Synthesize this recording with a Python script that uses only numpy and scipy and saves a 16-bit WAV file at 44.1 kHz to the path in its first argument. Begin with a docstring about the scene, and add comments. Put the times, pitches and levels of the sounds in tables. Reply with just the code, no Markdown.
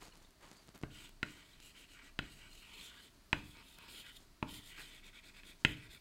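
"""A shirt rustles and crackles over lecture-room ventilation, heard by a microphone clipped to the writer's shirt.
Then chalk lands on a wall-hung blackboard and scrapes out letters. Each landing rings the modes of board and
stick; while the stick moves, crumbling grit excites resonances of board and chalk. Cloth is rough coloured
noise with snapping threads, ventilation is duct rumble and hiss, and brief faint chirps are thin unsteady tones."""
import sys
import numpy as np
from scipy import signal
from scipy.fft import rfft, irfft, next_fast_len
from scipy.io import wavfile
from scipy.ndimage import uniform_filter1d, map_coordinates

SR = 44100
rng = np.random.default_rng(int(sys.argv[2]) if len(sys.argv) > 2 else 0)


def elevation(decibels):
    """Turn decibel levels (scalar or array-like) into linear amplitude ratios."""
    levels = np.asarray(decibels, float)
    return 10 ** (levels / 20)


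def dump_mix(stems):
    """Bounce the given channels to the path in sys.argv[1] as a 16-bit WAV at rate SR."""
    frames = np.atleast_2d(stems).T  # one column per channel
    limited = np.clip(frames, -1, 1)  # hard clip at full scale
    pcm = np.round(limited * 32767).astype(np.int16)
    wavfile.write(sys.argv[1], SR, pcm)


N = 264996
TIME = np.arange(N) / SR


def unit(x):
    """Scaled to rms 1."""
    return x / np.sqrt(np.mean(x ** 2) + 1e-20)


def along(points, hz):
    """(Hz, value) points read on a log frequency axis."""
    f, v = np.transpose(points)
    return np.interp(np.log(hz + 1), np.log(f + 1), v)


def wobble(rate):
    """A smooth random curve with rate knots a second."""
    knots = rng.standard_normal(int(N * rate / SR) + 4)
    return map_coordinates(knots, [TIME * rate])


def filtered(x, response):
    """x times a complex response of frequency."""
    m = next_fast_len(N + SR // 2)
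    return irfft(rfft(x, m) * response(np.fft.rfftfreq(m, 1 / SR)), m)[:N]


def coloured(x, spectrum):
    """x with a (Hz, dB) colour, rms 1."""
    return unit(filtered(x, lambda hz: elevation(along(spectrum, hz))))


def ringing(x, peaks):
    """x through parallel resonances of alternating sign, rms 1."""
    def response(f):
        total = 0
        for k, (centre, width, db) in enumerate(peaks):
            band = 1j * f * width / (centre * centre - f * f + 1j * f * width)
            total = total + (-1) ** k * elevation(db) * band
        return total
    return unit(filtered(x, response))


def grit(lumpy_db, rate):
    """Crumbling grains: noise whose size wanders at rate knots a second, with a few larger grains that snap."""
    snaps = (rng.random(N) < .004) * rng.standard_normal(N) * 5
    return (rng.standard_normal(N) + snaps) * elevation(lumpy_db * wobble(rate))


# strokes of cloth: (start [s], length [s], rub [dB], bright swish relative to the rub [dB])
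CLOTH_MOVES = [(0, 0.12, -57, -2.5), (0.11, 0.13, -67, -5), (0.195, 0.13, -71.5, -1),
               (0.396, 0.16, -60, -6.5), (0.48, 0.29, -67.5, -3.5), (0.673, 0.041, -76, -8),
               (.738, 0.056, -61.5, -8), (3.13, 0.068, -82, 4), (4.193, 0.083, -70.5, 2.5),
               (5.588, 0.062, -74, 7)]
# dull rub and bright swish of the cloth: (frequency [Hz], relative level per Hz [dB])
RUB_COLOUR = [(120, -15), (200, -9), (399, -7), (762, -11.5), (834, -8), (3000, -15.5), (3900, -22),
              (6600, -120)]
SWISH_COLOUR = [(1470, -31), (2500, -24), (2990, -3.5), (4580, 2), (5650, -5), (6600, 0.5), (16000, -18.5)]
# dry thread snaps: (time [s], level [dB], bump relative to the snap [dB], pitch [Hz])
THREAD_SNAPS = [(0.0154, -52, -12, 4000), (0.0818, -46, -3, 6000), (.139, -53, -19, 11000),
                (.155, -44, -17, 6000), (0.157, -47, -20, 5000), (.168, -47, -17, 5000),
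                (0.174, -43.5, -10, 11000), (.308, -46, -13, 9000), (0.505, -52, -13, 8000),
                (0.515, -38, -8.5, 6000), (.676, -45, -15, 8000), (0.6841, -46, -6, 4000),
                (0.6903, -43, -2.5, 7040), (0.7487, -47, -1, 9000), (0.7558, -46, -17, 4000),
                (0.7588, -43, -6, 9000), (0.7601, -47, -4, 4000), (.7667, -47, -19, 12000),
                (0.7778, -39, -16, 11500), (.7877, -50, -12, 11000), (0.79, -44, -16, 12000),
                (0.8148, -46.5, -1, 6500), (0.8285, -40.5, -5, 7000), (1.0933, -39.5, -15, 11000),
                (1.6017, -42, -25, 3520), (1.604, -43, -20, 7000), (3.5704, -45, -5.5, 4500),
                (3.745, -49, -15, 5000), (3.7866, -35, -16, 12000), (3.788, -42, -15, 3000),
                (3.84, -49, -11, 4500), (3.882, -47, -14, 5500), (4.086, -46, -28, 4500),
                (4.2042, -49, -6, 7000)]


def shirt():
    """Cloth drags past the capsule; single threads let go with a short snap and a soft bump."""
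    rise_share, fall_power = .22, 0.87  # share of the length spent rising, bend of the fall
    snap_cycles = 0.21  # time from onset to the envelope's peak, in cycles of the snap's pitch
    dull = coloured(grit(lumpy_db=2.0, rate=160), RUB_COLOUR)
    bright = coloured(grit(lumpy_db=3.0, rate=340), SWISH_COLOUR)
    out = np.zeros(N)
    for start, length, rub_db, swish_db in CLOTH_MOVES:
        done = np.clip((TIME - start) / length, 0, 1)
        fall = ((1 - done) / (1 - rise_share)) ** fall_power
        envelope = np.minimum(done / rise_share, fall)
        out += elevation(rub_db) * envelope * (dull + elevation(swish_db) * bright)
    t = np.arange(SR // 25) / SR
    for at, db, bump_db, hz in THREAD_SNAPS:
        age = t * hz / snap_cycles
        snap = age * np.exp(1 - age) * np.sin(2 * np.pi * hz * t)
        bump = elevation(bump_db) * np.sin(2 * np.pi * 170 * t + 2.0) * elevation(-60 * t / 0.019)
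        out[round(at * SR):][:len(t)] += elevation(db) * (snap + bump)
    return out


# colour of the duct rumble: (frequency [Hz], relative level per Hz [dB])
DUCT_COLOUR = [(12, -30), (26, 11), (34, -4), (42, -1.5), (62, -4.5), (78, -11.5), (102, -7.5),
               (140, -20.5), (180, -46), (310, -120)]
# colour of the soft hiss: (frequency [Hz], relative level per Hz [dB])
AIR_COLOUR = [(71, -62), (120, -5.5), (266, -7.5), (409, -10.5), (481, -23), (653, -11), (769, -20),
              (870, -19), (944, -14.5), (1000, -16.5), (1130, -16), (3490, -21.5), (4450, -17), (5140, -22),
              (15800, -31)]


def ventilation():
    """Duct rumble that swells and sinks under a soft, gently fluttering hiss."""
    rumble_db, hiss_db = -65, -68
    swell_db = 1.1 * wobble(2.4)
    rumble = elevation(rumble_db + swell_db) * coloured(rng.standard_normal(N), DUCT_COLOUR)
    flutter_db = .6 * wobble(5)
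    hiss = elevation(hiss_db + flutter_db) * coloured(rng.standard_normal(N), AIR_COLOUR)
    return rumble + hiss


# brief faint chirps: (start [s], level [dB], pitch [Hz], length [s])
CHIRP_NOTES = [(0.118, -61, 2860, 0.014), (0.12, -61, 4170, 0.011), (0.228, -70, 3720, .01),
               (0.244, -62, 3760, 0.013), (0.54, -67, 4650, 0.094), (1.528, -61, 3910, 0.019),
               (2.522, -57, 4070, 0.017), (2.743, -56, 4050, 0.013), (2.794, -53, 4200, 0.012)]


def chirps():
    """Short thin tones with soft edges and an unsteady pitch."""
    unsteady_time = np.cumsum(1 + 0.027 * wobble(300)) / SR
    out = np.zeros(N)
    for start, db, hz, length in CHIRP_NOTES:
        envelope = np.sin(np.pi * np.clip((TIME - start) / length, 0, 1)) ** 2
        out += elevation(db) * envelope * np.sin(2 * np.pi * hz * unsteady_time)
    return out


# decay of the lecture room: (frequency [Hz], t60 [s])
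ROOM_DECAY = [(60, 0.95), (160, 0.46), (420, 0.49), (1100, 0.27), (2900, 0.31), (8000, 0.34)]


def room(x):
    """Reverb from decaying noise: each frequency dies at its own speed, after a short fade-in."""
    hz, t, z = signal.stft(rng.standard_normal(SR), SR, nperseg=256)
    decay_db = -60 * t / along(ROOM_DECAY, hz)[:, None]
    colour_db = along([(100, 0.0), (400, -10.0), (1000, -10.0), (8000, -5)], hz)[:, None]
    tail = signal.istft(z * elevation(decay_db + colour_db), SR, nperseg=256)[1]
    tail *= np.clip(np.arange(len(tail)) / SR / 0.009, 0, 1) ** 2
    return signal.fftconvolve(x, tail / np.linalg.norm(tail))


# landings of the chalk: (time [s], thud [dB], knock [dB], clack [dB], click [dB])
LANDINGS = [(0.8349, -28.5, -44.5, -44.5, -33.5), (1.2297, -31, -47, -26.5, -19),
            (2.1899, -30, -41.5, -29, -19.5), (3.3295, -24, -33.5, -30.5, -13),
            (4.427, -26, -36, -46, -25.5), (5.4341, -54.5, -72, -65, -38), (5.6494, -20.5, -42, -21, -6)]
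# where thud, knock, clack, click and splintering edge sit in the spectrum: (frequency [Hz])
LANDING_COLOUR_HZ = [300, 1000, 1550, 2500, 4200]
# modes of struck board and stick: (pitch [Hz], relative level [dB], t60 [s], rise [ms])
BOARD_MODES = [(116, -30, 0.07, 4.3), (161.7, -27.5, 0.19, 11), (301.5, -23.5, 0.55, 16),
               (607.7, -22.5, 0.15, 3.7), (149, -4.5, 0.024, 0.2), (238, 2, 0.027, 0.9),
               (300, 1, 0.021, 1.06), (415, -14, 0.0078, 0.34), (623.4, -8, 0.038, 0.14),
               (915, 5, 0.012, 0.22), (1076, 9, 0.021, 0.61), (1434, 13, 0.021, 3), (1660, 7, 0.0089, 2.8),
               (1960, 10, 0.0089, 1.22), (2122, 4, 0.0053, 0.18), (2693, 5.5, 0.0055, 0.44),
               (2759, -13, 0.018, 0.83), (3070, -12.5, 0.019, 0.04), (3420, 0.5, 0.0057, 0.23),
               (3880, -9.5, 0.012, 0.033), (4720, -17, 0.017, 0.39), (4980, -23, 0.03, 0.18),
               (6000, -15.5, 0.036, 0.1), (6850, -13, 0.013, 0.091), (7730, -14.5, 0.026, 0.48),
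               (8850, -13, 0.0049, 0.14), (10940, -19, 0.0069, 0.12), (13900, -21, 0.0065, .2)]
# bounces between board and writer: (delay [ms], level [dB])
NEAR_BOUNCES = [(1.25, -5.5), (2.401, -11), (4., -36), (6.5, -20)]
# the whole board gives on its mounts:
# (pitch [Hz], level relative to the mean of thud and click [dB], t60 [s])
MOUNT_SWAY = (29, -24, 0.14)


def taps():
    """Each landing rings every mode; how the stick meets the board sets the colour."""
    out, t = np.zeros(N + 2 * SR), np.arange(SR // 4) / SR
    hz, mode_db, t60, rise_ms = np.transpose(BOARD_MODES)[:, :, None]
    sway_hz, sway_db, sway_t60 = MOUNT_SWAY
    build = (1 - np.exp(-1000 * t / rise_ms)) ** 2
    for at, thud_db, knock_db, clack_db, click_db in LANDINGS:
        edge_db = -12.5 + 0.37 * clack_db + 0.59 * click_db
        colour_db = [thud_db, knock_db, clack_db, click_db, edge_db]
        colour = np.transpose([LANDING_COLOUR_HZ, colour_db])
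        db = mode_db + along(colour, hz) + 1.5 * rng.standard_normal(hz.shape)
        # the landing spot shifts the upper modes against each other
        lag = .7 * (hz > 800) * rng.standard_normal(hz.shape)
        modes = elevation(db - 60 * t / t60) * build * np.cos(2 * np.pi * hz * (t - .00015) + lag)
        # the chalk tip splinters: a short bright crack
        crack = elevation(edge_db - 31 - 60 * t / 0.026) * np.diff(rng.standard_normal(len(t) + 1))
        ring = modes.sum(0) + crack
        near = ring.copy()
        for delay_ms, echo_db in NEAR_BOUNCES:
            near += elevation(echo_db) * np.interp(t - delay_ms / 1000, t, ring, left=0)
        wet = elevation(-11.5) * room(near)
        sway_level = elevation(.5 * (thud_db + click_db) + sway_db - 60 * t / sway_t60)
        # subtracted: the board moves away from the writer first
        near -= sway_level * np.cos(2 * np.pi * sway_hz * t) * (1 - np.exp(-t / 0.0039))
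        out[round(at * SR):][:len(near)] += near
        out[round(at * SR):][:len(wet)] += wet
    return out[:N]


def patchy(x, patch_db):
    """The contact keeps changing shape: resonances come and go in patches."""
    z = signal.stft(x, nperseg=512)[2]
    field = uniform_filter1d(rng.standard_normal(z.shape), size=4, axis=0)
    field = uniform_filter1d(field, size=8, axis=1)
    return unit(signal.istft(z * elevation(patch_db * unit(field)), nperseg=512)[1][:N])


def swept(x, centre_hz, octaves):
    """The slant of the stick decides which of the fixed resonances speak; the level is evened out."""
    hz, t, z = signal.stft(x, SR, nperseg=512)
    away = np.log2((hz[:, None] + 1) / np.interp(t, TIME, centre_hz)) / octaves
    z = z * (0.18 + np.exp(-away ** 2))
    z = z / np.sqrt(uniform_filter1d(np.mean(abs(z) ** 2, 0), size=15))
    return unit(signal.istft(z, SR, nperseg=512)[1][:N])


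# movements of the hand: (start [s], length [s], scrape [dB], pressure [dB], speed [dB])
HAND_MOVES = [(.9, 0.12, -63, -1.5, 0.5), (.95, .15, -62, 0.5, 0.5), (1.233, .09, -68, 7.5, -2),
              (1.281, .07, -64, -2, 2), (1.313, 0.13, -66.5, 2.5, -2), (1.406, 0.19, -70.5, 0, 0.5),
              (1.591, 0.14, -66, -1, 4.5), (1.739, 0.12, -62.5, -1, 0.5), (1.879, 0.1, -67, -0.5, 2.5),
              (1.943, 0.086, -70, 6, -9), (2.015, 0.089, -66.5, 4, -1), (2.204, 0.088, -65, 3.5, -4),
              (2.246, 0.2, -67.5, 0, 3), (2.398, 0.088, -66, 2.5, -5), (2.453, 0.22, -67, -0.5, 3),
              (2.619, 0.15, -65, 1, -3), (2.713, 0.13, -60.5, 0, 0), (2.789, 0.13, -56.5, -5, 1),
              (2.908, 0.099, -63.5, 2, -4.5), (2.974, 0.12, -65, -1, 1.5), (3.328, 0.1, -64.5, 2, -2),
              (3.39, 0.21, -67, -1, 1.5), (3.54, 0.091, -70.5, 9, -1), (3.59, 0.24, -67.5, -1, 2.5),
              (3.781, .12, -65.5, 5.5, -3), (3.868, 0.12, -62, 0.5, 4), (3.941, 0.099, -55.5, -5, 1.5),
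              (4.038, 0.082, -60, 1.5, -2.5), (4.103, 0.063, -63.5, -9, 0.5), (4.151, 0.032, -62, -8.5, 5),
              (4.465, 0.15, -57, -3.5, 2.5), (4.615, 0.13, -61, -5.5, 3.5), (4.7, 0.14, -63, 0, -7),
              (4.757, 0.11, -61.5, 2, 3.5), (4.778, 0.036, -64, 11.5, -2.5), (4.841, 0.082, -61.5, -3, -1),
              (4.895, 0.11, -62.5, -0.5, -2), (5.027, 0.079, -64, 0.5, -0.5), (5.128, 0.08, -64, 1, -3),
              (5.227, 0.084, -66.5, 4, 1.5), (5.337, 0.078, -67, 5, -1.5), (5.43, 0.11, -64, 0.5, 1.5),
              (5.654, 0.099, -56, 0.5, -5.5), (5.754, 0.057, -65, 3.5, -5.5), (5.802, 0.08, -66.5, 5, -2),
              (5.892, 0.089, -62, 0, 1)]
# how each part follows a stroke: (level over the scrape [dB], share of pressure, share of speed,
# power of the arch in which the hand speeds up and slows down, at least 0.1 when played)
PART_FOLLOW = {"scrape": (0.05, 0, 0, 0.45), "drum": (-8.5, 1.1, 0.73, 0.8), "rasp": (-8.5, 1.33, -0.42, 0),
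               "body": (-3.4, 0.97, -0.35, 0.17), "shoulder": (-4, 0.94, 1.08, 0.55),
               "stick": (-6.5, 0.34, 0.85, 0.83), "dust": (-4.5, 0.26, 1.16, 1.4)}
# resonances of each part: (centre [Hz], width [Hz], relative level [dB])
SCRAPE_PEAKS = [(2790, 220, -1.5), (3124, 210, -2), (3320, 138, 1.5), (3473, 320, 1), (3720, 210, -0.5)]
DRUM_PEAKS = [(173, 135, -7.5), (204.6, 40.6, 9), (285.5, 25.3, 11), (410, 170, 3.5)]
RASP_PEAKS = [(910, 81, 8), (1200, 154, 2), (1450, 108, 5.5), (1635, 100, 6.5)]
BODY_PEAKS = [(1932, 118, 3.5), (2264, 106, 1.5), (2560, 190, 0)]
SHOULDER_PEAKS = [(4050, 560, 1), (4400, 170, -1), (4520, 410, -5), (5490, 500, -0.5)]
STICK_PEAKS = [(5500, 570, -1.5), (6710, 160, -1), (7120, 170, -4), (7780, 140, 2), (8290, 100, -1.5),
               (9500, 60, -20)]
# colour of the shed dust: (frequency [Hz], relative level per Hz [dB])
DUST_COLOUR = [(5470, -12), (9300, -5), (11000, -6.5), (12100, -8.5), (12900, -7.5), (13600, -9),
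               (15800, -11.5)]
# slant of the stick: (time [s], scrape centre [Hz], body centre [Hz], rasp centre [Hz])
STICK_SLANT = [(.9, 3000, 2250, 1340), (1.1, 3050, 2350, 1270), (1.3, 3000, 2160, 1420),
               (1.5, 3350, 2170, 1320), (1.66, 2920, 2350, 1420), (2.05, 3040, 2270, 1470),
               (2.4, 2930, 2260, 1400), (2.62, 3000, 2500, 1310), (2.74, 3200, 2460, 1010),
               (2.86, 3330, 2400, 1350), (2.95, 3150, 1970, 1510), (3.1, 3240, 2190, 1450),
               (3.5, 3380, 2420, 1240), (3.6, 3120, 2360, 1150), (3.72, 3380, 2500, 1260),
               (3.84, 3180, 2460, 1200), (4.0, 3190, 2320, 1400), (4.15, 3200, 2090, 1560),
               (4.45, 3150, 2340, 950), (4.62, 3350, 2120, 1200), (4.78, 3090, 2200, 1480),
               (5.0, 3420, 2320, 1400), (5.55, 3390, 2350, 1520), (5.7, 3080, 2380, 1570),
               (6, 3720, 2250, 1540)]
# how loosely the fingers hold the stick; loose lets it ring, tight sheds more dust: (time [s], level [dB])
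FINGER_GRIP = [(.9, 3), (1.3, 4.5), (1.5, 2), (1.66, 3), (1.8, 2), (2.07, 4.5), (2.3, 3), (2.55, 3),
               (2.8, 1.5), (3.0, 2), (3.3, 1), (3.5, -1), (3.72, -2), (3.95, -0.5), (4.15, -2.5),
               (4.55, -2), (4.7, 1.5), (4.8, 2), (4.95, 1.5), (5.3, 2), (5.7, 0), (6, -2.5)]
# how much of the stick's face lies on the board; broad favours body over rasp: (time [s], level [dB])
CONTACT_FACE = [(.9, 0), (1.25, -2.5), (1.4, 0.5), (1.8, 1), (2.0, 0.5), (2.25, 0.5), (2.45, -0.5),
                (2.78, 2.5), (2.95, -4.5), (3.1, -1), (3.4, -1), (3.58, 1), (3.85, -2), (4.05, 0),
                (4.45, -2), (4.6, 0), (4.72, 4), (4.8, 0), (5.0, 3), (5.5, 2), (5.7, 2), (6, 2)]


def strokes():
    """While the stick moves, grains drive board and chalk, swelling and fading with each stroke."""
    judder_t60, judder_drum_db, judder_rasp_db = 0.33, -26.5, -17.5  # t60 [s], under thud, under knock
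    grip_dust, face_rasp = -0.6, -0.52  # shares of grip in the dust and of face in the rasp
    start, length, scrape_db, pressure_db, speed_db = np.transpose(HAND_MOVES)[:, :, None]
    step = TIME[::32]  # coarse time for the envelopes
    arch = np.sin(np.pi * np.clip((step - start) / length, 0, 1)) * (step < start + length)
    power = {}
    for part, (db, press, speed, bend) in PART_FOLLOW.items():
        level = elevation(scrape_db + db + press * pressure_db + speed * speed_db)
        power[part] = (level ** 2 * arch ** (2 * np.clip(bend, .1, 3))).sum(0)
    # after a landing the stick judders on the board
    for at, thud_db, knock_db, *_ in LANDINGS:
        fading_db = np.where(step > at, -60 * (step - at) / judder_t60, -200)
        power["drum"] = power["drum"] + elevation(thud_db + judder_drum_db + fading_db) ** 2
        power["rasp"] = power["rasp"] + elevation(knock_db + judder_rasp_db + fading_db) ** 2

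    slant_time, *columns = np.transpose(STICK_SLANT)
    scrape_hz, body_hz, rasp_hz = [np.interp(TIME, slant_time, column) for column in columns]
    grip_db = np.interp(TIME, *np.transpose(FINGER_GRIP))
    face_db = np.interp(TIME, *np.transpose(CONTACT_FACE))
    grains = patchy(grit(lumpy_db=1.2, rate=190), patch_db=1.7)
    drum_grains = grit(lumpy_db=1.5, rate=60)
    parts = {
        "scrape": swept(ringing(grains, SCRAPE_PEAKS), scrape_hz, octaves=0.16),
        "drum": ringing(drum_grains, DRUM_PEAKS),
        "rasp": elevation(face_rasp * face_db) * swept(ringing(grains, RASP_PEAKS), rasp_hz, octaves=0.46),
        "body": elevation(face_db) * swept(ringing(grains, BODY_PEAKS), body_hz, octaves=0.27),
        "shoulder": ringing(grains, SHOULDER_PEAKS),
        "stick": elevation(grip_db) * ringing(grains, STICK_PEAKS),
        "dust": elevation(grip_dust * grip_db) * coloured(grains, DUST_COLOUR),
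    }
    dry = np.zeros(N)
    for name, part in parts.items():
        envelope = np.interp(TIME, step, np.sqrt(power[name]))
        dry += envelope * elevation(0.62 * wobble(30)) * part
    dry *= elevation(0.25 * wobble(40))
    return dry + elevation(-8.5) * room(dry)[:N]


def scene():
    """Everything summed at one capsule."""
    return (shirt() + ventilation() + chirps() + taps() + strokes())[None]


def top_cut(x):
    """Nothing passes above the cut-off."""
    return signal.sosfilt(signal.butter(12, 16550, fs=SR, output="sos"), x)


def record(dry):
    """The finished mix is low-passed steeply at 15.83 kHz."""
    top_hz = 15830
    mix = filtered(dry[0], lambda hz: hz < top_hz)[None]
    return top_cut(mix)


dry = scene()
out = record(dry)
dump_mix(out)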